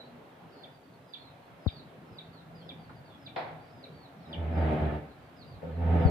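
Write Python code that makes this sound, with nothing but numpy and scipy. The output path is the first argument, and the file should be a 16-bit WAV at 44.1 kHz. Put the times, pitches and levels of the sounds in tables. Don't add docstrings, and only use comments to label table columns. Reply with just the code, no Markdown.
import sys
import numpy as np
from scipy import signal
from scipy.fft import rfft, irfft, next_fast_len
from scipy.io import wavfile
from scipy.ndimage import uniform_filter1d, map_coordinates

SR = 44100
rng = np.random.default_rng(int(sys.argv[2]) if len(sys.argv) > 2 else 0)


def generate_wav(sig):
    pcm = np.round(np.clip(np.atleast_2d(sig).T, -1, 1) * 32767).astype(np.int16)
    wavfile.write(sys.argv[1], SR, pcm)


N = 269010

COHERENCE = [(60, 0.8), (210, 0.95), (390, 0.8), (740, 0.51), (1380, 0), (5000, 0.25)]
BALANCE = [(60, -1), (260, 0.5), (690, 2), (1120, -3.5), (1820, -1), (4830, -5)]
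YARD_DECAY = [(2500, 1), (5000, 0.67)]
WALL_ECHOES = [(.027, -6), (.082, -18)]
TRAFFIC_LEVEL = [(0, -54.5), (.7, -54.5), (.8, -59.5), (1.1, -58), (1.3, -54.5), (3.1, -55), (6.1, -54.5)]
# f/Hz, relative spectral level/dB
RUMBLE_SPECTRUM = [(15, -72), (25, -23.5), (102, 0.5), (157, 4.5), (199, -4), (236, -5.5), (330, -16),
                   (430, -58), (730, -120)]
DRONE_SPECTRUM = [(160, -29), (270, -3.5), (313, -12), (350, -9), (500, -10), (700, -8.5), (1050, -16),
                  (1430, -32), (2420, -120)]
HUSH_SPECTRUM = [(530, -36), (900, -43.5), (1100, -5), (1390, -3), (3510, -15), (3930, -17), (5280, -27),
                 (6860, -69.5), (11600, -120)]
HISS_SPECTRUM = [(5000, 3.5), (7000, 0), (15000, -0.5)]
HUM_TRACKS = [
    [(0.0, 243, -62.5), (0.178, 240.6, -55), (0.25, 203, -84)],
    [(1.75, 156.4, -62.5), (2.618, 167.7, -52), (2.9, 163.4, -66)],
]
# t/s, level/dB, favoured f/Hz, its lift/dB, ring time/yard T60, tick level/dB
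KNOCKS = [(2.894, -46, 1260, 14, 0.14, -68), (2.915, -54, 1480, 17, 0.24, -70),
          (3.3606, -25, 780, -0.5, 0.59, -35), (3.377, -29, 2020, -1.5, 0.64, -44),
          (5.627, -34.5, 508, 43, 0.61, -70)]
# f/Hz, relative spectral level/dB
WOOD_SPECTRUM = [(59, -44), (100, -23), (245, -20.5), (500, -14.5), (770, -5.5), (1200, -18), (2150, -18),
                 (2900, -30.5), (3850, -26.5), (5280, -38.5), (6860, -58), (11600, -120)]
FRAME_SPECTRUM = [(60, -49), (110, 3), (160, 4.5), (200, 0.5), (242, -4.5), (290, -0.5), (430, -7),
                  (760, -4.5), (920, -10.5), (1050, -49), (1430, -52), (2420, -120)]
SCRAPE_SPECTRUM = [(530, -5), (900, -9), (1020, -7.5), (1260, -5), (2120, -8), (3760, -23.5), (5280, -40),
                   (6860, -71), (11600, -120)]
# f/Hz, lift/dB
WOOD_MODES = [(522, 6.3), (743, 6.2), (880, 4.4)]
FRAME_MODES = [(428, 7.5), (567, 4.5), (770, 5.5), (888, 5.5), (1268, 9.5), (1517, 3), (1745, 6.5)]
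BUMPS = [(1.6612, -12, -31, -12), (1.665, -6, 2.5, -19.5), (6.053, -11, -23, -10), (6.0512, -9, 11.5, -33)]
DRAGS = [
    [(4.275, 78.64, -50, -55), (4.35, 80.65, -45.5, -55), (4.39, 82.5, -43, -31.5),
     (4.55, 78.97, -38.5, -32), (4.58, 80.27, -33.5, -24), (4.62, 80.47, -32, -25), (4.72, 79.92, -31, -28),
     (4.78, 77.83, -33, -48), (4.82, 77.7, -32, -27.5), (4.88, 75.7, -34, -27.5), (4.915, 74.82, -35, -38),
     (4.96, 75.27, -37, -28.5), (5.01, 74.55, -46, -54), (5.12, 73.9, -54.5, -55)],
    [(5.622, 82.44, -46.5, -55), (5.7, 84.65, -45.5, -38.5), (5.76, 82.56, -47, -35.5),
     (5.83, 84.45, -38, -27), (5.93, 85.1, -32, -22.5), (6.04, 84.7, -30, -27), (6.1, 83.2, -34, -24.5)],
]
DRAG_OVERTONES = [(-7, -9.5), (1.5, -5)]
# t/s, length/s, start f/Hz, sag/(Hz/s), final drop/Hz, start level/dB, growth/dB
FAR_CALLS = [(0, 0.029, 4090, 3000, 220, -52, -14), (0.04, 0.057, 4420, 4000, 10, -68.5, -5),
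             (0.496, 0.15, 4770, 4300, 10, -73, 6), (0.697, 0.1, 4880, 3600, 10, -77, -3),
             (0.82, 0.078, 4600, 1000, 10, -79, -1), (0.914, 0.062, 4430, 1400, 10, -75, -2),
             (1.135, 0.16, 4436, 1900, 500, -65.5, 3.5), (1.414, 0.059, 4190, -2700, 10, -79, 0),
             (1.677, 0.13, 4980, 5000, 600, -65.5, 6.5), (2.218, .08, 4400, 600, 10, -73, -8),
             (2.315, 0.1, 4720, 10500, 73, -67, 1.5), (2.53, 0.092, 5050, 5020, 500, -72, 5),
             (2.612, .022, 3500, 20000, 10, -63, 1), (2.772, 0.155, 4880, 5000, 10, -70, -7),
             (2.95, 0.048, 4850, 4500, 200, -73, 0), (3.043, 0.044, 4760, 8000, 78, -69, -1),
             (3.066, 0.087, 3705, 4000, 10, -71.5, 7), (3.577, 0.085, 4480, -3100, 10, -82, 4),
             (3.65, 0.067, 4720, 2000, 80, -79, 2), (3.905, 0.162, 4590, 1102, 870, -75.5, 13),
             (4.197, .045, 4560, 7998, 12, -73, -5), (4.25, .025, 3950, 8996, 10, -65, 1),
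             (4.522, 0.14, 5060, 3001, 180, -72.5, 0), (5.075, 0.057, 4450, 3000, 650, -77.5, 9),
             (5.187, 0.12, 4800, 3400, 10, -73.5, -12), (5.35, 0.088, 5290, 10498, 850, -75, 17),
             (5.419, 0.138, 4870, 1700, 950, -71.5, 4.5), (5.71, 0.064, 4290, 4303, 10, -74.5, -5.5),
             (5.965, 0.15, 5380, 7500, 900, -80, 23)]
# fall onset t/s, fall level/dB, whistle start f/Hz, bend f/Hz, end f/Hz, end level/dB,
# fall from f/Hz, fall to f/Hz, whistle length/s, last note level re the fall/dB
NEAR_CALLS = [(0.634, -47.5, 5450, 4830, 4660, -64, 3705, 3320, 0.15, -18),
              (1.136, -41, 5140, 4870, 4480, -58, 3780, 3300, .11, -21),
              (1.676, -43, 5430, 4940, 4350, -52, 3870, 3410, 0.095, -14),
              (2.185, -40, 5550, 4840, 4330, -66, 3940, 3390, 0.13, -20),
              (2.691, -42, 5450, 5260, 4550, -62, 3704, 3290, 0.084, -13),
              (3.263, -44, 5500, 5070, 4400, -57, 3970, 3440, 0.1, -13.5),
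              (3.839, -53, 5560, 4800, 4000, -59, 4090, 3690, 0.21, -9),
              (4.329, -40.5, 5700, 5050, 4370, -58.5, 3590, 2850, 0.18, -13)]
FALL_SHAPE = [(0, -.05, 0), (.0125, 1, -5)]
LAST_NOTE = [(.0148, 2750, -1), (.018, 2330, -4), (.026, 2340, 0), (.032, 2290, -6)]


def amp(db):
    return 10 ** (np.asarray(db) / 20)


def unit(x):
    return x / np.sqrt(np.mean(x ** 2) + 1e-20)


def along(points, hz):
    f, values = np.transpose(points)
    return np.interp(np.log(hz + 1), np.log(f + 1), values)


def curves(rows):
    times, *columns = np.transpose(rows)
    return [np.interp(np.arange(N) / SR, times, column) for column in columns]


def gate(rows, fade_s):
    t = np.arange(N) / SR
    return np.clip(np.minimum(t - rows[0][0], rows[-1][0] - t) / fade_s + 1, 0, 1)


def wobble(rate):
    return map_coordinates(rng.standard_normal(int(N * rate / SR) + 4), [np.arange(N) * rate / SR])


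def filtered(x, response):
    size = next_fast_len(x.shape[-1] + 8192)
    return irfft(rfft(x, size) * response(np.fft.rfftfreq(size, 1 / SR)), size)[..., :x.shape[-1]]


def add(out, x, start_s):
    part = out[:, round(start_s * SR):][:, :x.shape[1]]
    part += x[:, :part.shape[1]]


def diffuse(pair, spectrum):
    def response(hz):
        angle = np.arccos(np.clip(along(COHERENCE, hz), -1, 1)) / 2
        return amp(along(spectrum, hz)) * [np.cos(angle), np.sin(angle)]
    mid, side = filtered(pair, response)
    return unit(np.array([mid + side, mid - side]))


def patchy(depth_db):
    spectra = signal.stft(rng.standard_normal((2, N + 512)), nperseg=1024)[2]
    field = uniform_filter1d(uniform_filter1d(rng.standard_normal(spectra.shape[1:]), 5, 0), 6, 1)
    return signal.istft(spectra * amp(depth_db * unit(field)), nperseg=1024)[1][:, :N]


def echo_tail(spectrum, stretch):
    hz, t, spectra = signal.stft(rng.standard_normal((2, SR // 2)), SR, nperseg=256)
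    t60 = stretch * along(YARD_DECAY, hz)[:, None]
    tail = signal.istft(spectra * amp(-60 * t / t60), SR, nperseg=256)[1]
    tail = diffuse(np.pad(tail, ((0, 0), (64, 0))), spectrum)
    return tail / np.sqrt(tail.shape[1])


def traffic():
    drone_db, = curves(TRAFFIC_LEVEL)
    swing_db = drone_db - drone_db.mean()
    rumble_db = -56.5 + swing_db + 0.7 * np.arange(N) / SR
    rumble = amp(rumble_db + 1.5 * wobble(2.05)) * diffuse(patchy(3.8), RUMBLE_SPECTRUM)
    drone = amp(drone_db + 0.72 * wobble(2.77)) * diffuse(patchy(2.28), DRONE_SPECTRUM)
    hush = amp(-62 + 0.69 * swing_db) * diffuse(patchy(1.0), HUSH_SPECTRUM)
    return rumble + drone + hush


def hum():
    out = np.zeros(N)
    for track in HUM_TRACKS:
        hz, db = curves(track)
        envelope = gate(track, fade_s=0.089) * amp(db + 2.2 * wobble(13))
        out += np.sqrt(2) * envelope * np.sin(2 * np.pi * np.cumsum(hz) / SR)
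    return out


def wood_resonance(hz, width_hz=28.6):
    damping = 1j * hz * width_hz
    lifts = [1 + (amp(db) - 1) * damping / (mode_hz ** 2 - hz ** 2 + damping)
             for mode_hz, db in WOOD_MODES]
    return np.prod(lifts, axis=0)


def knocks():
    out, t = np.zeros((2, N)), np.arange(SR // 50) / SR
    hz = np.geomspace(60, 12000, 40)
    tick_hz, tick_t60_s = 3500, .014
    for start, db, pitch_hz, lift_db, ring, tick_db in KNOCKS:
        emphasis_db = lift_db * np.exp(-(np.log2(hz / pitch_hz) / 0.42) ** 2)
        colour = np.transpose([hz, along(WOOD_SPECTRUM, hz) + emphasis_db])
        add(out, amp(db + 23.5) * echo_tail(colour, stretch=ring), start)
        add(out, amp(db + 7) * echo_tail(colour, stretch=0.16), start)
        tick = amp(tick_db - 60 * t / tick_t60_s) * np.sin(2 * np.pi * tick_hz * t)
        add(out, np.array([tick, tick]), start + .0012)
    return filtered(out, wood_resonance)


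def bumps():
    out, t = np.zeros((2, N)), np.arange(SR // 10) / SR
    hz = 72 + 420 * np.exp(-t / .002)
    swing = np.sin(2 * np.pi * np.cumsum(hz) / SR + 1.84)
    tick = (1 - np.exp(-t / 0.0004)) ** 2 * np.exp(-t / 0.00091)
    thud = (1 - np.exp(-t / 0.01)) * amp(-60 * (t / 0.037) ** 1.9)
    for start, db, thud_db, right_db in BUMPS:
        add(out, amp(db) * (tick + amp(thud_db) * thud) * swing * amp([[0], [right_db]]), start)
    return filtered(out, lambda hz: 1 / (1 + (hz / 2200) ** 4))


def frame_resonance(hz, width_hz=24):
    return amp(sum(db / (1 + (2 * (hz - mode_hz) / width_hz) ** 2) for mode_hz, db in FRAME_MODES))


def dragging():
    out = np.zeros((2, N))
    for track, overtones_db, full_scrape_db in zip(DRAGS, DRAG_OVERTONES, (-39.5, -41.5)):
        slip_hz, rattle_db, boom_db = curves(track)
        cycles = np.cumsum(slip_hz * (1 + 0.0301 * wobble(35))) / SR
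        judder = np.zeros(N)
        for k, db in enumerate([boom_db, *(rattle_db + step for step in overtones_db)]):
            envelope = amp(db + (1.2 + 1.5 * k) * wobble(30))
            judder += np.sqrt(2) * envelope * np.cos(2 * np.pi * (k + 1) * cycles + 2.4 * k)
        slips = np.diff(np.floor(cycles), prepend=0) * amp(2.2 * wobble(80))
        rooms = echo_tail(FRAME_SPECTRUM, stretch=0.25)
        ringing = unit(signal.fftconvolve(slips[None], rooms, axes=1)[:, :N])
        rattle = amp(rattle_db) * unit(0.65 * ringing + 0.62 * diffuse(patchy(1.9), FRAME_SPECTRUM))
        scrape_db = full_scrape_db + 1.015 * (rattle_db + 30)
        scrape = amp(scrape_db) * diffuse(patchy(1.0), SCRAPE_SPECTRUM)
        frame = filtered(rattle + scrape, frame_resonance)
        out += gate(track, fade_s=0.0068) * (judder * amp([[-.8], [.8]]) + frame)
    return filtered(out, lambda hz: hz ** 3 / np.sqrt(hz ** 6 + 52 ** 6))


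def peep(out, glide, wet_db, attack_s, release_s):
    times, hz, db = np.transpose(glide)
    start, end = times[0], times[-1]
    t = np.arange(start, end, 1 / SR)
    jitter = lambda step_s, count: np.interp(t, start + step_s * np.arange(count),
                                             rng.standard_normal(count))
    edge = np.clip(np.minimum((t - start) / attack_s, (t[-1] - t) / release_s), 0, 1)
    envelope = edge * amp(np.interp(t, times, db) + 2.4 * jitter(0.00813, 64))
    cycles = np.cumsum(np.interp(t, times, hz) * (1 + .005 * jitter(0.00813, 64))) / SR
    rasp = 1 + .38 * jitter(.002, 128)
    tone = np.sqrt(2) * envelope * rasp * np.sin(2 * np.pi * cycles)[None]
    add(out[:1], tone, start + .0004)
    add(out[1:], tone, start)
    for delay, wall_db in WALL_ECHOES:
        add(out, amp(wall_db + 2 * rng.standard_normal((2, 1))) * [[1], [-.2]] * tone, start + delay)
    for tail_db, stretch, delay in (wet_db, 0.37, 0.0048), (wet_db - 3, 0.078, 0.0017):
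        tail = echo_tail([(100, 0)], stretch)
        add(out, amp(tail_db) * signal.fftconvolve(tone, tail, axes=1), start + delay)


def far_chicks():
    out, share = np.zeros((2, N)), np.linspace(0, 1, 24)
    for start, length, first_hz, sag_hz_per_s, drop_hz, db, growth_db in FAR_CALLS:
        t = length * share
        hz = first_hz - sag_hz_per_s * t - drop_hz * np.exp((t - length) / 0.018)
        glide = np.transpose([start + t, hz, db + growth_db * share])
        peep(out, glide, wet_db=-3, attack_s=.25 * length, release_s=.004)
    return out


def near_chick():
    out = np.zeros((2, N))
    for onset, db, first_hz, bend_hz, end_hz, end_db, from_hz, to_hz, length, last_db in NEAR_CALLS:
        whistle = [(onset - length, first_hz, -82.5), (onset - .016, bend_hz, -71.5),
                   (onset + .006, end_hz, end_db)]
        peep(out, whistle, wet_db=-5, attack_s=0.012, release_s=0.0021)
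        fall = [(onset + t, from_hz + share * (to_hz - from_hz), db + step_db)
                for t, share, step_db in FALL_SHAPE]
        last_note = [(onset + t, hz, db + last_db + step_db) for t, hz, step_db in LAST_NOTE]
        peep(out, fall + last_note, wet_db=-5, attack_s=0.0014, release_s=0.004)
    return out


def scene():
    air = near_chick() + far_chicks() + dragging() + knocks() + traffic() + hum()
    return filtered(air, lambda hz: amp(along(BALANCE, hz) / 2 * np.array([[1], [-1]]))) + bumps()


def record(dry):
    mic = filtered(dry, lambda hz: 1 / (1 + (hz / 5500) ** 12) * (1j * hz / (38 + 1j * hz)) ** 2)
    mids = filtered(mic, lambda hz: (hz > 300) & (hz < 2000))
    mid_rms = np.sqrt(np.abs(uniform_filter1d(mids ** 2, 900, axis=1)))
    hiss = unit(filtered(rng.standard_normal((2, N)), lambda hz: amp(along(HISS_SPECTRUM, hz))))
    hiss_gain = amp([[1.3], [-1.3]]) * np.hypot(amp(-73.0), amp(-37.5) * mid_rms)
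    return filtered(mic + hiss_gain * hiss, lambda hz: hz < 15480)


dry = scene()
out = record(dry)
generate_wav(out)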